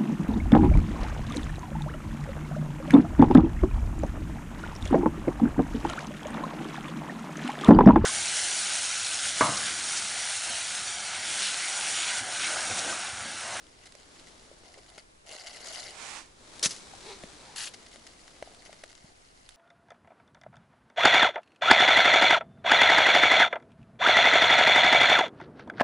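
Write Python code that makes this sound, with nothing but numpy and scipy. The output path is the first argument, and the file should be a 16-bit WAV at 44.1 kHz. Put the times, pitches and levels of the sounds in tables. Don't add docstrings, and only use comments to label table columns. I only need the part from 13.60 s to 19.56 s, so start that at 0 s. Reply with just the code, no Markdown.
import sys
import numpy as np
from scipy import signal
from scipy.fft import rfft, irfft, next_fast_len
from scipy.io import wavfile
from scipy.ndimage import uniform_filter1d, map_coordinates

SR = 44100
rng = np.random.default_rng(int(sys.argv[2]) if len(sys.argv) > 2 else 0)


def wrap_up_sound(samples):
    columns = np.atleast_2d(samples).T
    tamed = np.clip(columns, -1, 1)
    steps = np.round(tamed * 32767).astype(np.int16)
    wavfile.write(sys.argv[1], SR, steps)


N = 262836

# centre in Hz, width in Hz, relative level in dB.
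HOLE_MODES = [(730, 150, 4), (1530, 290, -3), (2087, 250, 7), (2940, 480, 3), (4400, 1520, 4),
              (6350, 120, -1.5), (7000, 130, -6), (9700, 440, -7.5)]
# centre in Hz, width in Hz, relative level in dB.
BOWL_MODES = [(3000, 310, -11), (4400, 400, -5), (6100, 1900, 28)]
# start in seconds, relative level in dB, length in seconds.
IDLE_STIRS = [(0, -65, 1.42), (4.13, -62, 1.38), (5.55, -64.5, .5)]


def amp(db):
    return 10 ** (np.asarray(db) / 20)


def unit(x):
    return x / np.sqrt(np.mean(x ** 2) + 1e-20)


def clock():
    return np.arange(N) / SR


def wobble(rate):
    knots = rng.standard_normal(int(N * rate / SR) + 4)
    return map_coordinates(knots, [clock() * rate])


def filtered(x, response):
    size = next_fast_len(N + SR // 4)
    spectrum = rfft(x, size) * response(np.fft.rfftfreq(size, 1 / SR))
    return irfft(spectrum, size)[..., :N]


def coloured(x, points):
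    f, db = np.transpose(points)

    def response(hz):
        level = np.interp(np.log(hz + 1), np.log(f + 1), db)
        cepstrum = irfft(np.log(amp(level) + 1e-6))
        half = len(cepstrum) // 2
        return np.exp(rfft(np.r_[cepstrum[0], 2 * cepstrum[1:half], np.zeros(half)]))
    return unit(filtered(x, response))


def resonated(x, modes):
    def response(f):
        return sum(amp(db) * 1j * f * w / (c * c - f * f + 1j * f * w) for c, w, db in modes)
    return unit(filtered(x, response))


def panned(x, side_db):
    return x * amp([[side_db / 2], [-side_db / 2]])


def noise(width):
    mid, side = rng.standard_normal((2, N))
    return unit(np.array([mid + width * side, mid - width * side]))


def grit(rate, spread_db, width):
    fires = rng.random(N) < rate / SR
    sizes = amp(spread_db * np.clip(rng.standard_normal(N), -2, 2))
    return unit(noise(width) * fires * sizes)


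def patchy(x, depth_db):
    z = signal.stft(x, nperseg=128)[2]
    field = rng.standard_normal(z.shape[1:])
    field = uniform_filter1d(field, size=3, axis=0)
    field = uniform_filter1d(field, size=7, axis=1)
    return unit(signal.istft(z * amp(depth_db * unit(field)), nperseg=128)[1][:, :N])


def strokes(rows, rise):
    t = clock()
    power = 0
    for s, db, hold, fade in rows:
        level = amp(db - 60 * np.clip((t - s - hold) / fade, 0, 2))
        attack = np.clip((t - s) / rise, 0, 1)
        power = power + (level * attack) ** 2 * (t < s + hold + 2 * fade)
    return np.sqrt(power)


def pushes(rows):
    rise_s, fade_t60_s = 0.028, 0.17
    return strokes([(s, db, length, fade_t60_s) for s, db, length in rows], rise=rise_s)


def add(out, s, sound):
    part = out[..., round(s * SR):][..., :sound.shape[-1]]
    part += sound[..., :part.shape[-1]]


def crack(hz):
    t = np.arange(SR // 20) / SR
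    band = signal.butter(1, [hz * 0.47, min(hz * 1.46, SR / 3)], "band", fs=SR)
    burst, crumbs = amp(-60 * t / .008), amp(-15 - 60 * t / .03)
    force = (burst + crumbs) * (1 - np.exp(-t / .0009))
    snap = signal.lfilter(*band, rng.standard_normal(len(t)) * force)
    return snap / np.abs(snap).max()


def ring(hz, t60):
    t = np.arange(SR // 10) / SR
    cycles = hz * t * (1 + 0.04 * t / t60)
    tone = np.sin(2 * np.pi * cycles) * amp(-60 * t / t60) * (1 - np.exp(-t / 0.0009))
    return tone / np.abs(tone).max()


def air():
    # frequency in Hz, relative level in dB per Hz.
    rumble_colour = [(10, -2), (25, -6), (55, -5.5), (110, -14.5), (250, -24), (600, -40)]
    # frequency in Hz, relative level in dB per Hz.
    hiss_colour = [(60, -12.5), (250, 4.5), (600, -16.5), (1200, -9.5), (2500, -6.5), (5000, -6.5),
                   (9000, -8), (11000, -10.5)]
    rumble = coloured(noise(width=.1), rumble_colour) * amp(wobble(5))
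    hiss = coloured(noise(width=.7), hiss_colour)
    wide = resonated(noise(width=3.4), [(640, 870, 0)])
    return amp(-64.5) * rumble + amp(-64.5) * hiss + amp(-62.5) * wide


def sleeve():
    # start in seconds, hiss level in dB, hold in seconds, fade t60 in seconds.
    arm_moves = [(-.3, -62, 0.63, 2.7), (.3, -57, 0.44, 4.4), (1.8, -57.5, 0.77, 2.2),
                 (2.72, -50, 0.79, 6.9), (4.55, -61.5, 0.62, 0.67)]
    # fastest moment in seconds,
    # time from it to 1/e of the speed in seconds, top ribs per second in Hz, relative level in dB.
    rib_slides = [(3.5, 0.0435, 430.5, -46), (3.949, .135, 932, -56.5)]
    # frequency in Hz, relative level in dB per Hz.
    nylon_colour = [(710, 6), (1200, 5), (2040, 2), (2300, 3.5), (2690, 0), (3620, 4), (7590, 0),
                    (11000, -6.5), (14300, -64), (22000, -120)]
    # frequency in Hz, relative level in dB per Hz.
    padding_colour = [(30, -2), (120, -0.5), (340, 4), (600, -2), (1100, -10), (2000, -18), (5000, -51)]
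    slow_rib_hz = 374.4

    hiss = strokes(arm_moves, rise=0.24)
    rustle = amp(-59.5) * np.tanh(hiss / amp(-57))
    threads = grit(rate=9000, spread_db=2.5, width=.65)
    cloth = hiss * coloured(threads, nylon_colour) + rustle * coloured(noise(width=0.07), padding_colour)

    rib_hz, slide = slow_rib_hz, 0
    for s, half, top_hz, db in rib_slides:
        speed = np.exp(-((clock() - s) / half) ** 2)
        rib_hz = rib_hz + speed * (top_hz - slow_rib_hz)
        slide = slide + amp(db) * np.sqrt(speed)
    unevenness = 1 + .1 * wobble(300)
    phase = 2 * np.pi * np.cumsum(rib_hz * unevenness) / SR
    ribs = (np.sin(phase) + amp(-9) * np.sin(2 * phase)) * amp(1.2 * wobble(90))
    friction = resonated(noise(width=0.31), [(930, 210, 5), (2220, 480, 2.0), (3900, 430, 3), (5560, 630, -15)])
    rasp = friction * (1 + np.cos(phase))
    return panned(cloth + slide * (ribs + amp(-1.5) * rasp), side_db=1.3)


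def stirring():
    # start in seconds, relative level in dB, length in seconds.
    hard_pushes = [(1.03, -61.5, 0.15), (1.26, -60.5, 0.1), (1.65, -50.5, 0.67), (1.685, -45, 0.069),
                   (2.02, -46, 0.21), (2.1, -46, 0.09), (4.82, -65, 0.11), (5.44, -60, 0.026)]
    idle = pushes(IDLE_STIRS) * amp(2.0 * wobble(13))
    push = pushes(hard_pushes)
    crystal = np.hypot(idle, push)
    effort = push / amp(-45)
    slosh = np.hypot(amp(-6.5) * idle, amp(-51) * effort ** 0.56)

    clumps = amp(1.5 * wobble(45) + 1.2 * wobble(160))
    fine = grit(rate=4000, spread_db=3, width=.6)
    single = 1 / (1 + crystal / amp(-54))
    coarse = single * grit(rate=90, spread_db=2, width=.4)
    crackle = patchy(resonated((fine + amp(-3) * coarse) * clumps, HOLE_MODES[1:]), depth_db=3.3)

    surge = grit(rate=2000, spread_db=2, width=.3)
    hollow = resonated(resonated(surge, [(690, 250, 0)]), [(660, 250, 0)])
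    bobbing = resonated(single * grit(rate=70, spread_db=2, width=.3), [(440, 170, 0)])
    water = slosh * amp(-3) * (hollow + bobbing)
    return panned(amp(1.5) * crystal * crackle + water, side_db=2)


def lumps():
    t = np.arange(SR // 100) / SR
    fires = rng.random(N) < 24 / SR
    hits = fires * amp(4 * np.clip(rng.standard_normal(N), -1.5, 1.5))
    force = signal.fftconvolve(hits, amp(-60 * t / .012))[:N]
    ticks = resonated(force * noise(width=.3), HOLE_MODES)
    return panned(amp(-7) * pushes(IDLE_STIRS) * ticks, side_db=-3)


def chips_and_slap_crack():
    # time in seconds, relative peak level in dB, left over right in dB.
    snaps = [(0.0672, -40, 7), (0.3222, -33, -5), (0.3515, -34.5, -11), (1.3004, -40, -8), (1.932, -37, -8),
             (2.0708, -27, 4), (2.3062, -31.5, -8), (2.9941, -28, 3), (3.0574, -9.5, 1), (3.1635, -30.5, 6),
             (4.9465, -37.5, -0.5), (5.239, -31, 1.5), (5.298, -40, -9), (5.3515, -35.5, 9),
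             (5.89, -31.5, -7)]
    median_hz, log_spread = 4530, .14
    out = np.zeros((2, N))
    for s, db, side_db in snaps:
        hz = median_hz * np.exp(log_spread * rng.standard_normal())
        add(out, s, panned(amp(db - 4.5) * crack(hz), side_db))
    return out


def shaving():
    # start in seconds, level in dB, hold in seconds.
    wall_shaves = [(0.257, -49, 0.015), (0.67, -54.5, 0.015), (1.177, -54.5, 0.013), (1.378, -49, 0.018),
                   (1.803, -49.5, 0.017), (1.863, -42, 0.019), (1.959, -46.5, 0.015), (2.006, -49, 0.012),
                   (2.23, -47, 0.055), (4.136, -40.5, .01), (4.313, -55.5, 0.039), (4.467, -46.5, 0.0064),
                   (5.05, -53, 0.017)]
    crunch = patchy(resonated(grit(rate=5000, spread_db=2, width=.35), HOLE_MODES), depth_db=2.5)
    force = strokes([(s, db, hold, 2.8 * hold) for s, db, hold in wall_shaves], rise=0.00036)
    return panned(crunch * force, side_db=2.5)


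def plops():
    # time in seconds, peak level before panning in dB, starting pitch in Hz.
    pocket_rings = [(.351, -46, 560), (0.914, -43.5, 550), (1.175, -43, 578), (2.203, -37.5, 4100),
                    (2.234, -42, 3640), (3.061, -31.5, 178), (3.336, -40, 760), (3.64, -36.5, 207),
                    (4.874, -42.5, 670), (5.094, -42, 663), (5.444, -43.5, 168)]
    out = np.zeros(N)
    for s, db, hz in pocket_rings:
        add(out, s, amp(db) * ring(hz, t60=0.022))
    return panned(out, side_db=0.5)


def knocks():
    # time in seconds, relative level in dB.
    wall_knocks = [(1.38, -39.5), (3.636, -34.5), (4.359, -45), (4.678, -51), (4.825, -27.5),
                   (5.128, -43.5), (5.237, -37)]
    # starting pitch in Hz, relative level in dB, t60 in seconds.
    knock_modes = [(594, -0.5, 0.013), (2010, -13, 0.015)]
    contact, body = np.zeros((2, N))
    for s, db in wall_knocks:
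        force = amp(db + 40)
        add(contact, s, amp(-36.5) * force ** 0.32 * crack(hz=2070))
        add(body, s, sum(amp(db + level) * ring(hz, t60) for hz, level, t60 in knock_modes))
    return panned(contact, side_db=5) + panned(body, side_db=2.0)


def jacket():
    # frequency in Hz, relative level in dB per Hz.
    fold_colour = [(59, -38), (100, -18), (437, -6.5), (473, -10), (804, 1), (1480, -3), (2470, -1.5),
                   (3120, -6), (7870, -6.5), (11000, -15.5), (14300, -53), (22000, -120)]
    level = strokes([(2.286, -44.5, 0.3, 0.25)], rise=0.15)
    swish = coloured(grit(rate=20000, spread_db=1.0, width=0.58), fold_colour)
    return panned(amp(1.5) * level * swish, side_db=-8.0)


def dumping():
    # start in seconds, relative level in dB, hold in seconds, fade t60 in seconds.
    snow_slaps = [(3.027, -23, 0.0071, 0.036), (3.034, -21, 0.028, 0.073), (3.092, -39, 0.019, 0.38),
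                  (3.106, -34, 0.012, 0.067)]
    # frequency in Hz, relative level in dB.
    splat_colour = [(60, -45), (250, -16), (540, -10), (760, -18), (1320, -10), (2000, -6), (2500, -11),
                    (4480, -1), (5900, -2), (6600, -6), (11000, -8)]
    grains = patchy(grit(rate=22000, spread_db=1.5, width=.24), depth_db=1.8)
    burst = coloured(grains, splat_colour) + amp(-10.5) * resonated(grains, BOWL_MODES)
    splat = burst * strokes(snow_slaps, rise=0.0021)
    low = coloured(noise(width=.8), [(50, -14), (150, 0), (270, -1), (800, -26)])
    thud = low * strokes([(3.047, -45, .025, .25)], rise=.01)
    return panned(amp(-2.5) * splat, side_db=1) + thud


def cutting():
    # start in seconds, relative level in dB, hold in seconds, fade t60 in seconds.
    crust_cuts = [(3.958, -36.5, 0.0081, 0.086), (3.977, -36.5, 0.033, 0.24), (4.02, -41, 0.057, 0.079)]
    # frequency in Hz, relative level in dB per Hz.
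    crust_colour = [(180, -31), (300, -21), (524, -20), (667, -3), (915, -7.5), (1720, 4.5), (2260, -2),
                    (2750, 8), (3550, 3.5), (4450, 6.5), (8640, 3), (10200, 4.5), (11000, 1.5),
                    (14300, -50), (22000, -120)]
    grains = patchy(grit(rate=12000, spread_db=3, width=.3) * amp(wobble(150)), depth_db=2.5)
    crunch = coloured(grains, crust_colour) + amp(-10) * resonated(grains, BOWL_MODES)
    return panned(amp(2.0) * crunch * strokes(crust_cuts, rise=0.0028), side_db=3.0)


def scene():
    surroundings = air() + sleeve() + jacket()
    slush = stirring() + lumps() + plops()
    blows = chips_and_slap_crack() + shaving() + knocks() + dumping() + cutting()
    return surroundings + slush + blows


def record(dry):
    top_hz = 11130
    return filtered(dry, lambda hz: np.clip((top_hz - hz) / 200 + .5, 0, 1))


dry = scene()
out = record(dry)
wrap_up_sound(out)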